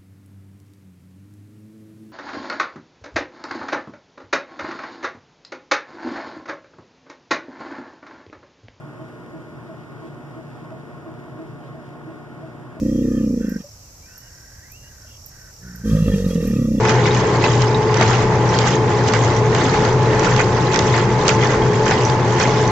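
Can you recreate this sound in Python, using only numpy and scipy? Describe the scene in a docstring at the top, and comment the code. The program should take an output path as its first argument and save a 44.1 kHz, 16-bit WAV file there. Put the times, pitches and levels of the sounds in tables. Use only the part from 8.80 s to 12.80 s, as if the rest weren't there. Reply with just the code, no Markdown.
"""A small room, just above the closed lid of a top-loading washing machine agitating its load.
The induction motor hums and throbs as it slips against the mains, and the cabinet rumbles with it.
The gearbox groans briefly on every stroke of the agitator, water rushes and bubbles in the tub,
and now and then the load knocks against the side. A faint bearing buzz sits behind it all."""
import sys
import numpy as np
from scipy import signal
from scipy.fft import rfft, irfft
from scipy.io import wavfile
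from scipy.ndimage import uniform_filter1d

SR = 44100
rng = np.random.default_rng(int(sys.argv[2]) if len(sys.argv) > 2 else 0)


def master(y):
    """Save y as 16-bit WAV."""
    cut = np.clip(np.atleast_2d(y).T, -1, 1)
    pcm = np.round(cut * 32767)  # scale
    wavfile.write(sys.argv[1], SR, pcm.astype(np.int16))


N = 176400

MAINS_HZ, SHAFT_HZ, STROKE_S = 60, 28.6, 0.342
THROB_CREST_S, SURGE_CREST_S, SING_CREST_S = 2.912, 0.15, 2.92  # one crest of each repeating swell
GROAN_HZ, GROAN_SAG_HZ_PER_S, GROAN_ATTACK_S, GROAN_HOLD_S = 322.3, 45, 0.012, 0.019
LOW_RELEASE_S, OCTAVE_RELEASE_S, OCTAVE_LAG_S = 0.034, 0.024, 0.00794
BUBBLES_PER_S, SPRAY_DROPS_PER_S, WASH_DROPS_PER_S = 260, 1100, 2200
OPPOSED = np.array([[1], [-1]])  # pushes left and right opposite ways

# Low motor partials that beat together: mains_multiple, shaft_multiple, level_db, stereo_width
THROB_PARTIALS = [(2, 0, -48, 0.6), (0, 5, -47.5, 0.08), (2, 1, -49.5, 0.06), (0, 6, -56.5, 0.55),
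                  (2, 2, -52.5, 0.22)]
# Slow ride on the throb: time_s, gain_db
THROB_RIDE = [(0, -3), (.2, -1), (.45, -7), (.68, -3.5), (.9, -1), (1.12, -4), (1.35, -5), (1.58, -0.5),
              (1.9, 0), (2.35, -3.5), (2.6, 0), (2.9, 2), (3.1, -2), (3.4, -5), (3.65, 0), (4, -1)]
# Steady motor hum: mains_multiple, shaft_multiple, level_db, stereo_width
HUM_PARTIALS = [(0, 2, -67.5, 0.8), (0, 8, -57.5, 0), (4, 0, -52, 0.3), (4, 1, -64, 0), (6, 0, -50, 0.55),
                (8, 0, -58, 0.66), (10, 0, -58, 0.56), (12, 0, -64.5, 0.3), (14, 0, -62.5, 0.1),
                (16, 0, -64, 0.34), (0, 38, -62, 0), (20, 0, -71.5, 0.3), (0, 50, -56.5, 0.61)]
# Other tones of the drive and panels: pitch_hz, level_db, stereo_width
DRIVE_TONES = [(114.2, -58, 0.05), (142.4, -57, .1), (304, -54, 0.63), (572, -67, 0.1), (1857, -63, 0.92),
               (2063, -70, 1), (2200, -70, 0.99)]
# Envelope of the rotor's low drone: time_s, level_db
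DRONE_ENVELOPE = [(0, -78), (.35, -71), (.7, -60), (1.3, -67), (1.8, -59), (2.8, -65), (3.3, -61), (4, -60)]
# Envelope of the rotor's whine: time_s, level_db
WHINE_ENVELOPE = [(0, -74), (.7, -61), (1.3, -55), (2.3, -53), (3, -52), (4, -53.5)]
# Tone colour of the cabinet rumble: frequency_hz, density_db
RUMBLE_SPECTRUM = [(20, -100), (38, -91), (58, -75), (100, -73), (135, -59.5), (165, -66), (205, -69),
                   (260, -67), (290, -65.5), (315, -61), (365, -71), (450, -68.5), (520, -82.5),
                   (900, -103), (2000, -115)]
# Slow ride on the rumble: time_s, gain_db
RUMBLE_RIDE = [(0, -3.5), (.5, -0.5), (1.2, -0.5), (2.5, 0), (3.2, -0.5), (4, -1)]
# Gearbox groans, one per stroke: start_s, low_level_db, octave_level_db
GROAN_CUES = [(0.184, -42, -40.5), (.526, -38.5, -43.5), (.876, -42.5, -40), (1.212, -37, -46),
              (1.553, -37.5, -46), (1.905, -41.5, -41), (2.25, -36.5, -41.5), (2.582, -35, -41.5),
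              (2.929, -43.5, -42), (3.266, -38.5, -48), (3.61, -40, -38.5), (3.956, -45, -43.5)]
# Tone colour of the water under the lid: frequency_hz, density_db
RUSH_SPECTRUM = [(200, -103), (480, -81.5), (610, -70), (780, -80.5), (900, -76.5), (1350, -79.5),
                 (1700, -84), (2050, -84.5), (2500, -90.5), (3200, -94), (4000, -99), (5500, -100),
                 (8000, -107), (10500, -109.5), (14000, -116)]
# Slow ride on the water's hiss: time_s, gain_db
HISS_RIDE = [(0, 0.1), (1.3, 0), (2.4, 0), (3.1, -.8), (4, -0.4)]
# Waves washing up the tub: crest_s, half_length_s, level_db
WASH_CUES = [(0.874, 0.022, -64), (1.007, .04, -64), (1.262, 0.048, -60), (2.0, .05, -70), (2.4, 0.02, -64),
             (2.704, .05, -65), (2.86, 0.054, -62), (3.085, 0.09, -65), (3.67, .025, -65)]
# Knocks of the load on the tub: start_s, pitch_hz, level_db
KNOCK_CUES = [(1.507, 720, -36), (2.029, 880, -42), (2.468, 309, -33)]
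# How alike left and right are in the lows and mids: frequency_hz, correlation
STEREO_LIKENESS = [(30, 0), (80, 0), (150, 0.57), (250, 0.74), (320, 0.73), (420, 0.72), (520, 0.84),
                   (650, 0.75), (1000, 0.041)]
# Higher up, the sides are alike and opposed by turns along the spectrum: frequency_hz, depth
STEREO_COMB = [(500, 0.18), (1000, 0.91), (2100, 0.95), (3200, 0.76), (4200, 1), (5300, 0.65), (7300, 0.7),
               (9500, 0.1), (13000, 0.05)]


def motor_throb():
    """The low hum swells each time a rotor pole slips past the field."""
    slip_hz = 2 * (MAINS_HZ - 2 * SHAFT_HZ)
    partials = motor_partials(THROB_PARTIALS) + [(125.2, -51, 0.3)]  # plus one low drive tone
    hum = sum(tone(hz, db, width, wander_rad=0.087, waver_db=0.7) for hz, db, width in partials)
    swell_db = 0.8 * np.cos(2 * np.pi * slip_hz * (times() - THROB_CREST_S))
    return hum * undb(ride(THROB_RIDE) + swell_db)


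def motor_hum():
    """Mains hum, drive tones, the rotor's drone and whine, and a panel that sings on each stroke."""
    drone = (3 * SHAFT_HZ, ride(DRONE_ENVELOPE), 0.3)
    hum = np.zeros((2, N))
    for hz, db, width in [*motor_partials(HUM_PARTIALS), *DRIVE_TONES, drone]:
        wander_rad = 0.11 + 0.49 * hz / 1000  # higher partials wander more
        hum += tone(hz, db, width, wander_rad, waver_db=1, start_rad=rng.uniform(0, 2 * np.pi))
    whine = tone(25 * SHAFT_HZ, ride(WHINE_ENVELOPE), width=0.5, wander_rad=0.25, waver_db=0.5)
    panel_db = -58.5 + 3 * stroke_swing(SING_CREST_S)
    panel = tone(18 * MAINS_HZ, panel_db, width=0.092, wander_rad=0.11, waver_db=1.5)
    return hum + whine + panel


def cabinet_rumble():
    """The panels rumble, shaken once per turn of the shaft."""
    shake = 1 + 0.05 * np.cos(2 * np.pi * SHAFT_HZ * (times() - THROB_CREST_S))
    rumble = colour(rng.standard_normal((2, N)) * unit(shake), RUMBLE_SPECTRUM)
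    gain_db = ride(RUMBLE_RIDE) - 1.26 + 0.5 * drift(8.44)
    return widen(rumble * undb(gain_db))


def gearbox_groans():
    """Each stroke loads the gears: a short, rough groan and its octave, sagging in pitch."""
    out = np.zeros((2, N))
    release_at_s = GROAN_ATTACK_S + GROAN_HOLD_S
    for start_s, low_db, octave_db in GROAN_CUES:
        voices = (1, low_db, 0, LOW_RELEASE_S, 0.71), (2, octave_db, OCTAVE_LAG_S, OCTAVE_RELEASE_S, 0.14)
        for harmonic, db, lag_s, release_s, apart_rad in voices:
            age = times() - start_s - lag_s
            attack = np.clip(age / GROAN_ATTACK_S, 0, 1)
            release = np.exp(-np.maximum(age - release_at_s, 0) / release_s)
            cycles = harmonic * (GROAN_HZ - GROAN_SAG_HZ_PER_S * (age / 2 - release_at_s)) * age
            rough_phase = 2 * np.pi * (cycles + rng.random()) + 0.31 * drift(90)
            gritty_gain = np.sqrt(2) * undb(db + 1.8 * drift(160))
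            out += gritty_gain * attack * release * np.cos(rough_phase + apart_rad * OPPOSED)
    return out


def water():
    """Rush, spray and bubbles in the tub: the body surges with the agitator, under hiss and washes."""
    drops = droplets(SPRAY_DROPS_PER_S)
    accents_db = 5 * np.minimum(rng.exponential(size=(2, N)), 4)
    spray = unit(drops * undb(accents_db))
    churn = undb(-1) * rng.standard_normal((2, N)) + undb(-9.5) * spray
    rush = colour(churn, RUSH_SPECTRUM) + bubbles()
    surge = undb(0.96 * stroke_swing(SURGE_CREST_S) + 0.35 * drift(10))
    body = signal.sosfiltfilt(signal.butter(2, 1800, fs=SR, output="sos"), rush)
    hiss = (rush - body) * undb(ride(HISS_RIDE) + 0.4 * drift(9.9))
    return widen(body * surge + hiss + washes())


def bubbles(low_hz=650, high_hz=1750, life_cycles=17, glide=0.088):
    """Small rising bubbles ping left or right, each bending up in pitch as it dies."""
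    out = np.zeros((2, N))
    for when, pitch, size, side in rng.random((int(BUBBLES_PER_S * N / SR), 4)):
        hz = low_hz * (high_hz / low_hz) ** pitch
        start, life_s = int(when * N), life_cycles / hz
        age = np.arange(min(int(2 * life_s * SR), N - start)) / SR
        cycles = hz * age * (1 + glide * age / life_s / 2)
        ping = np.sin(2 * np.pi * cycles) * np.exp(-np.pi * age / life_s)
        accent_db = -np.log(max(1 - size, 0.01))
        out[int(2 * side), start:start + len(age)] += ping * undb(accent_db)
    return unit(out) * undb(-55.5)


def washes(centre_hz=2860):
    """Now and then a wave washes up the tub in a bright patter of drops."""
    band = [(centre_hz / 2, -14), (centre_hz, 0), (2 * centre_hz, -12), (14000, -30)]
    splash = unit(colour(droplets(WASH_DROPS_PER_S), band))
    swells = sum(undb(db) * np.exp(-((times() - at) / half_s) ** 2) for at, half_s, db in WASH_CUES)
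    return splash * swells


def load_knocks(decay_cycles=7.4):
    """The load bumps the tub: soft, pitched knocks that die quickly."""
    out = np.zeros(N)
    for start_s, hz, db in KNOCK_CUES:
        cycles = np.maximum(times() - start_s, 0) * hz
        out += undb(db) * np.sin(2 * np.pi * cycles) * np.exp(-cycles / decay_cycles)
    return out


def bearing_buzz():
    """A faint buzz of high shaft harmonics that follows the slight wander of the speed."""
    shaft_angle = 2 * np.pi * SHAFT_HZ * times() + 0.021 * drift(2.84)
    out = np.zeros(N)
    for harmonic in range(28, 55):
        level_db = -74.5 + 2 * rng.standard_normal()
        out += np.sqrt(2) * undb(level_db) * np.cos(harmonic * shaft_angle + 2 * np.pi * rng.random())
    return out


def widen(pair, comb_hz=2100):
    """Blend two unrelated channels into a widened stereo image, alike and opposed by turns
    up the spectrum, treble leaning left."""
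    comb = -np.tanh(0.5 * np.cos(2 * np.pi * freqs() / comb_hz)) / np.tanh(0.5)
    likeness = np.clip(curve(STEREO_LIKENESS) + curve(STEREO_COMB) * comb, -0.97, 0.97)
    mid, side = rfft(pair) * np.sqrt([(1 + likeness) / 2, (1 - likeness) / 2])
    lean_db = curve([(3000, 0.0094), (8000, 1.3)]) * OPPOSED / 2
    return irfft(np.array([mid + side, mid - side]) * undb(lean_db), N)


def tone(hz, db, width, wander_rad, waver_db, start_rad=0):
    """A wavering partial; width (0-1) is the share of its amplitude that differs between the ears."""
    phase = 2 * np.pi * hz * (times() - THROB_CREST_S) + start_rad + wander_rad * drift(5.09)
    return np.sqrt(2) * undb(db + waver_db * drift(12)) * np.cos(phase + np.arcsin(width) * OPPOSED)


def motor_partials(table):
    """Turn mains and shaft multiples into rows of pitch_hz, level_db, stereo_width."""
    return [(mains * MAINS_HZ + shaft * SHAFT_HZ, db, width) for mains, shaft, db, width in table]


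def stroke_swing(crest_s):
    """A swing between -1 and 1, once per agitator stroke."""
    return np.cos(2 * np.pi * (times() - crest_s) / STROKE_S)


def droplets(per_s):
    """Scattered ticks of random strength, separate in each ear."""
    return (rng.random((2, N)) < per_s / SR) * rng.standard_normal((2, N))


def drift(rate_hz):
    """Smooth random movement with rms 1."""
    hold = int(SR / rate_hz)
    steps = np.repeat(rng.standard_normal(N // hold + 1), hold)
    return unit(uniform_filter1d(uniform_filter1d(steps, hold), hold)[:N])


def ride(table):
    """A fader move through time_s, value points."""
    return np.interp(times(), *np.array(table).T)


def colour(white, table):
    """Shape white sound to a spectrum of frequency_hz, density_db points."""
    return irfft(rfft(white) * undb(curve(table)) * np.sqrt(SR / 2), N)


def curve(table):
    """Join frequency_hz, value points on a log-frequency axis."""
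    hz, value = np.array(table, float).T
    return np.interp(np.log(freqs()), np.log(hz), value)


def freqs():
    """Frequency of each spectral bin."""
    return np.maximum(np.arange(N // 2 + 1) * SR / N, 1)


def times():
    """Time of each sample."""
    return np.arange(N) / SR


def undb(db):
    """Decibels to gain."""
    return 10 ** (np.asarray(db) / 20)


def unit(x):
    """Scale to rms 1."""
    return x / np.sqrt(np.mean(x ** 2))


def scene():
    """The whole machine: motor, cabinet, gears, load and water."""
    motor = motor_throb() + motor_hum() + bearing_buzz()
    return motor + cabinet_rumble() + gearbox_groans() + load_knocks() + water()


def record(dry):
    """A steep high cut at 14 kHz."""
    return signal.sosfilt(signal.ellip(10, 0.2, 80, 14000, fs=SR, output="sos"), dry)


dry = scene()
out = record(dry)
master(out)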